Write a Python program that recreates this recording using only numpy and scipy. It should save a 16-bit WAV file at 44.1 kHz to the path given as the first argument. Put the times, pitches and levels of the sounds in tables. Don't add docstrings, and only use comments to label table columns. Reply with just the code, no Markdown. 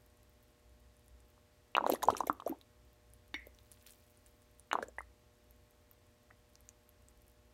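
import sys
import numpy as np
from scipy import signal
from scipy.fft import rfft, irfft, next_fast_len
from scipy.io import wavfile
from scipy.ndimage import uniform_filter1d, map_coordinates

SR = 44100
rng = np.random.default_rng(int(sys.argv[2]) if len(sys.argv) > 2 else 0)


def put_to_file(sound):
    columns = np.atleast_2d(sound).T
    safe = np.clip(columns, -1, 1)
    whole_steps = np.round(safe * 32767)
    wavfile.write(sys.argv[1], SR, whole_steps.astype(np.int16))


N = 332301
TOP_HZ = 16000


def amp(db):
    return 10 ** (np.asarray(db) / 20)


def unit(x):
    return x / np.sqrt(np.mean(x ** 2) + 1e-20)


def level(rows):
    s, db = np.transpose(rows)
    t = np.arange(N) / SR
    return amp(np.interp(t, s, db)) * (t >= s[0]) * (t <= s[-1])


def wobble(rate):
    knots = rng.standard_normal(int(N * rate / SR) + 4)
    return map_coordinates(knots, [np.arange(N) * rate / SR])


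def filtered(x, response):
    size = next_fast_len(N + SR // 2)
    return irfft(rfft(x, size) * response(np.fft.rfftfreq(size, 1 / SR)), size)[:N]


def equalise(x, curve):
    points_hz, db = np.transpose(curve)
    return filtered(x, lambda hz: amp(np.interp(np.log(hz + 1), np.log(points_hz), db)))


def swell(turns, cycles):
    return 1 - np.exp(-(turns / cycles) ** 2)


def fade(t, t60):
    return np.exp(-np.log(1000) * t / t60)


def scatter(times, sounds):
    index = np.round(np.abs(times) * SR).astype(int) + np.arange(sounds.shape[1])
    return np.bincount(index.ravel(), sounds.ravel(), N)[:N]


def bursts(rows, attack_s):
    s, db, t60 = np.transpose(rows)[:, :, None]
    t = np.arange(SR // 4) / SR
    shape = (1 - np.exp(-t / attack_s)) * fade(t, t60)
    return scatter(s, amp(db) * shape / shape.max(axis=1, keepdims=True))


def grains(gain, rate, centre_hz, octaves, cycles, spread_db, size):
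    draw = rng.random((int(rate * N / SR), 5))
    sounding = gain > 0
    audible = draw[sounding[(draw[:, 0] * N).astype(int)]]
    when, pitch_a, pitch_b, life, strength = audible.T[:, :, None]
    hz = np.minimum(centre_hz * 2 ** (octaves * (pitch_a - pitch_b)), TOP_HZ)
    turns = hz * np.arange(size) / SR
    rings = np.sin(2 * np.pi * turns) * swell(turns, .5) * fade(turns, cycles * (.5 + life))
    rain = scatter(when * N / SR, rings * amp(-spread_db * np.sqrt(strength)))
    return gain * rain / np.std(rain[sounding])


def plops(s, db, start_hz, end_hz, t60, glide_s, swell_cycles, cutoff_ratio):
    t = np.arange(SR // 16) / SR
    turns = end_hz * t + (start_hz - end_hz) * glide_s * (1 - np.exp(-t / glide_s))
    rings = -np.sin(2 * np.pi * turns) * swell(turns, swell_cycles) * fade(t, t60)
    cutoffs_hz = np.minimum(cutoff_ratio * np.maximum(start_hz, end_hz).ravel(), TOP_HZ)
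    muffled = np.array([signal.lfilter(*signal.butter(2, hz, fs=SR), ring)
                        for hz, ring in zip(cutoffs_hz, rings)])
    return scatter(s, amp(db) * muffled / np.abs(muffled).max(axis=1, keepdims=True))


def room_air():
    # (frequency [Hz], relative level [dB])
    air_colour = [(20, -26), (40, 1.5), (85, 4), (115, 2), (150, -10.5), (260, -7.5), (450, -13.5),
                  (800, -16.5), (2000, -19.5), (3200, -21.5), (9000, -26.5), (10500, -31.5), (12000, -27),
                  (16000, -34.5)]
    return amp(-68) * unit(equalise(rng.standard_normal(N), air_colour))


def mains_hum(mains_hz=60, waver_db=4):
    # (time [s], level [dB])
    hum_level = [(0, -66.5), (.55, -74), (.95, -62), (1.6, -79.5), (2.05, -61), (2.65, -76), (3.15, -65.5),
                 (3.8, -69.5), (4.35, -78), (4.85, -66), (5.55, -68), (6.1, -79), (7.54, -69.5)]
    # (frequency [Hz], rms level [dB])
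    overtones = [(240, -80.5), (360, -85.5), (480, -79.5), (600, -77.5), (720, -89), (840, -88.5),
                 (1080, -87.5), (1800, -96.5), (1920, -93)]
    t = np.arange(N) / SR

    def tone(hz):
        return np.sqrt(2) * np.sin(2 * np.pi * (hz * t + rng.random()) + .2 * wobble(rate=3.7))

    low_hum = tone(mains_hz) * level(hum_level) * amp(waver_db * wobble(rate=10))
    return low_hum + sum(amp(db) * tone(hz) for hz, db in overtones)


def room_reverb(x, near_db=-11, near_t60=.04, tail_db=-20, tail_t60=.3, gap_s=.0024, hop=1024):
    # (frequency [Hz], gain [dB])
    room_colour = [(100, -7.5), (300, 4), (1000, -4), (2700, 3.5), (6000, -4.5), (15000, -1)]
    t = np.arange(SR // 5) / SR
    onset = 1 - np.exp(-(t / gap_s) ** 4)
    near = amp(near_db) * unit(fade(t, near_t60) * onset)
    tail = amp(tail_db) * unit(fade(t, tail_t60) * onset)
    decay = (near + tail) / np.sqrt(len(t))
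    starts = np.arange(0, N - 2 * hop, hop)
    slices = x[starts[:, None] + np.arange(2 * hop)] * np.hanning(2 * hop)
    impulses = decay * rng.standard_normal((len(starts), len(t)))
    reflections = signal.fftconvolve(slices, impulses, axes=1)
    return equalise(scatter(starts[:, None] / SR, reflections), room_colour)


def clink(attack_s=.000086, halo_hz=2070, halo_width_hz=170, halo_db=-18, halo_t60=.28):
    # (time [s], level [dB])
    strikes = [(3.3422, -27.5)]
    # (frequency [Hz], relative level [dB], t60 [s])
    modes = [(310, -14.5, 0.039), (930, -10, 0.011), (1820, -8.5, 0.029), (1955, -16.5, 0.13),
             (2190, -13, 0.07), (2320, -9.5, 0.027), (2980, -19, 0.056), (3680, -8.5, 0.014),
             (4420, -10.5, 0.019), (5650, -28, 0.1)]
    s, db = np.transpose(strikes)[:, :, None]
    t = np.arange(SR // 3) / SR
    ring = sum(amp(mode_db) * np.sin(2 * np.pi * (hz * t + rng.random())) * fade(t, t60)
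               for hz, mode_db, t60 in modes)
    band = filtered(rng.standard_normal(N), lambda hz: 1 / (1 + ((hz - halo_hz) / halo_width_hz) ** 2))
    halo = amp(halo_db) * unit(band)[:len(t)] * fade(t, halo_t60)
    return scatter(s, amp(db) * (ring + halo) * (1 - np.exp(-t / attack_s)))


def sponge():
    # (time [s], level [dB])
    soak = [(3.45, -83.5), (3.88, -69), (4.05, -77), (4.5, -81.5)]
    # (time [s], level [dB], t60 [s])
    gushes = [(3.708, -64, 0.075), (3.858, -58.5, .19), (4.258, -70.5, 0.094)]
    # (frequency [Hz], gain [dB])
    fizz_colour = [(2500, -4.5), (4500, -0.5), (7000, 0.5), (10000, 3), (14000, 6.5)]
    gush = bursts(gushes, attack_s=.03)
    flow = level(soak) + gush
    fizz = grains(flow, rate=1900, centre_hz=8790, octaves=2.75, cycles=4.7, spread_db=33, size=128)
    swish = grains(gush, rate=5000, centre_hz=4240, octaves=1.87, cycles=7.3, spread_db=8.5, size=128)
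    crackle = grains(np.ones(N), rate=23, centre_hz=11900, octaves=.653, cycles=6, spread_db=20, size=128)
    return amp(-2) * equalise(fizz, fizz_colour) + amp(-8.5) * swish + amp(-84) * crackle


def board_thud(hz=95.2, t60=.09):
    # (time [s], level [dB])
    hits = [(2.083, -29.5)]
    s, db = np.transpose(hits)[:, :, None]
    t = np.arange(SR // 8) / SR
    boom = np.sin(2 * np.pi * hz * t) * swell(hz * t, cycles=.92) * fade(t, t60)
    return scatter(s, amp(db) * boom / np.abs(boom).max())


def spills():
    # (time [s], level [dB])
    churn_levels = [
        [(1.77, -62), (1.82, -46.5), (1.94, -44), (1.98, -57), (2.1, -46), (2.25, -57), (2.42, -69.5),
         (2.51, -49.5), (2.56, -60)],
        [(4.73, -42), (4.8, -48), (4.9, -69)],
    ]
    # (time [s], level [dB], t60 [s])
    splashes = [(1.872, -49.5, 0.13), (1.899, -44.5, 0.036), (1.915, -40.5, 0.039), (1.934, -46, 0.088),
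                (2.021, -52.5, 0.054), (2.029, -37, 0.033), (2.075, -52.5, 0.12), (2.101, -54.5, 0.21),
                (2.168, -44.5, 0.11), (2.203, -52, 0.029), (2.267, -48.5, 0.086), (2.468, -57, .12),
                (4.729, -46.5, .035), (4.824, -45, .04)]
    stir = sum(map(level, churn_levels))
    throw = bursts(splashes, attack_s=.00067)
    landing = amp(-23) * stir + amp(-12) * throw
    churn = grains(stir, rate=600, centre_hz=540, octaves=1.8, cycles=13, spread_db=9.5, size=1500)
    spatter = grains(landing, rate=1300, centre_hz=2910, octaves=1.4, cycles=55, spread_db=13.5, size=800)
    spray = grains(throw, rate=2200, centre_hz=7200, octaves=1.3, cycles=40, spread_db=12.5, size=400)
    return amp(-3) * churn + spatter + amp(-3.5) * spray


def droplet_ticks(roughness=.57, crack=.253, t60=.0038):
    # (time [s], level [dB], pitch [Hz])
    droplets = [(.9674, -56.5, 9900), (1.7667, -27.5, 3960), (1.8641, -35.5, 3700), (1.8989, -22, 11960),
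                (1.9166, -32.5, 4270), (1.9224, -26, 4270), (1.9354, -27, 12050), (1.9478, -33.5, 10800),
                (1.957, -42, 4630), (2.0296, -26.5, 11500), (2.0353, -27, 6220), (2.0537, -33.5, 6800),
                (2.1038, -30.5, 4330), (2.168, -29, 5270), (2.1813, -31.5, 10000), (2.2041, -36.5, 6440),
                (2.2707, -29, 12500), (2.3287, -39, 11900), (2.4019, -43.5, 3420), (2.4626, -41.5, 6050),
                (2.4769, -36.5, 11460), (2.4947, -32, 12350), (2.6127, -44.5, 3900), (3.1362, -43.5, 10900),
                (3.343, -35, 3800), (3.4693, -42, 13700), (3.548, -56, 5600), (3.5873, -47, 4260),
                (3.7167, -40, 10710), (3.873, -48, 11480), (3.9071, -42, 9500), (4.1734, -50.5, 9570),
                (4.2626, -48, 9170), (4.268, -52, 7670), (4.5965, -39, 9600), (4.73, -28, 3850),
                (4.7303, -32.5, 6470), (4.884, -43, 7060), (4.9903, -44, 9890), (5.509, -46.5, 13040),
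                (5.913, -41, 13350), (6.555, -42, 5000), (6.6066, -47, 11700), (6.69, -37, 7010),
                (6.8917, -45.5, 11900), (7.0854, -46, 8090)]
    s, db, hz = np.transpose(droplets)[:, :, None]
    t = np.arange(SR // 64) / SR
    shake, snap = rng.standard_normal((2, len(s), len(t)))
    phase_drift = roughness * np.cumsum(uniform_filter1d(shake, size=5, axis=1), axis=1) / 2
    ring = np.sin(2 * np.pi * hz * t + phase_drift)
    tick = (ring + crack * snap) * swell(hz * t, cycles=1.64) * fade(t, t60)
    return scatter(s, amp(db) * tick / np.abs(tick).max(axis=1, keepdims=True))


def drop_slaps(sag=.93, decay_cycles=3.3):
    # (time [s], level [dB], starting pitch [Hz])
    drops = [(1.7507, -24, 1000), (1.767, -16.5, 1020), (1.8646, -16.5, 820), (1.8989, -17, 680),
             (4.7141, -25, 1700), (4.7306, -15.5, 1120), (4.7875, -24, 850), (4.9845, -32.5, 910)]
    s, db, hz = np.transpose(drops)[:, :, None]
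    return plops(s, db, hz, sag * hz, decay_cycles / hz, glide_s=.002, swell_cycles=.46, cutoff_ratio=1.7)


def bubbles(glide_share=.13, octave_rise_hz=521):
    # (time [s], level [dB], final pitch [Hz], t60 [s])
    pops = [(1.378, -58.5, 1190, 0.01), (1.751, -17.5, 2880, 0.0076), (1.7812, -12, 1260, 0.0064),
            (1.8079, -25.5, 1000, 0.01), (1.82, -38, 380, 0.035), (1.8403, -23.5, 1080, 0.02),
            (1.8927, -23, 620, 0.014), (1.9197, -23, 397, 0.0083), (1.936, -22.5, 560, 0.0064),
            (1.9483, -36, 1240, 0.019), (1.957, -41, 2085, 0.016), (2.0228, -37.5, 1900, .015),
            (2.0305, -27, 1133, 0.021), (2.0373, -23.5, 1001, .01), (2.074, -32, 640, 0.046),
            (2.0848, -11, 1058, 0.02), (2.1, -25, 700, 0.014), (2.1008, -24, 1330, 0.015),
            (2.1254, -30, 450, .025), (2.137, -44, 3140, 0.0052), (2.1489, -29.5, 1350, 0.0079),
            (2.2053, -20.5, 1100, 0.015), (2.235, -33, 1170, 0.013), (2.237, -38, 340, 0.027),
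            (2.2716, -30, 676, 0.011), (2.272, -48.5, 2430, 0.034), (2.2951, -28.5, 333, 0.027),
            (2.2976, -15.5, 1274, .01), (2.3989, -37.5, 1280, .017), (2.421, -38, 1165, 0.0074),
            (2.4636, -26, 755, 0.043), (2.475, -36, 1200, 0.011), (2.4956, -31.5, 412, 0.0334),
            (2.51, -35, 353, .04), (2.5233, -37.5, 940, 0.031), (3.4688, -45.5, 600, 0.016),
            (4.7152, -31, 3000, 0.01), (4.7534, -19, 1160, 0.0095), (4.826, -32.5, 630, 0.028),
            (4.8263, -31.5, 1770, 0.016), (4.8836, -46, 676, 0.033), (4.9839, -32, 2110, 0.027),
            (5.006, -35.5, 1297, 0.0091), (6.3038, -58, 1400, .02), (6.309, -47.5, 1970, 0.0069),
            (6.311, -60, 860, 0.027)]
    s, db, hz, t60 = np.transpose(pops)[:, :, None]
    start_hz = hz / (1 + octave_rise_hz / hz)
    return plops(s, db, start_hz, hz, t60, glide_s=glide_share * t60, swell_cycles=.58, cutoff_ratio=1.45)


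def scene(low_cut_hz=130):
    # (frequency [Hz], gain [dB])
    board_colour = [(150, -7.5), (300, 1), (1000, 1), (3900, 1), (4900, -7), (5800, 1.5), (12000, 0),
                    (15000, -1.5)]
    on_board = drop_slaps() + bubbles() + board_thud() + droplet_ticks() + clink() + spills()
    close = equalise(on_board, board_colour) + sponge()
    close = signal.sosfilt(signal.butter(2, low_cut_hz, "high", fs=SR, output="sos"), close)
    return (close + room_reverb(close) + mains_hum() + room_air())[None]


def record(dry):
    return filtered(dry[0], lambda hz: 1 / (1 + (hz / TOP_HZ) ** 120))[None]


dry = scene()
out = record(dry)
put_to_file(out)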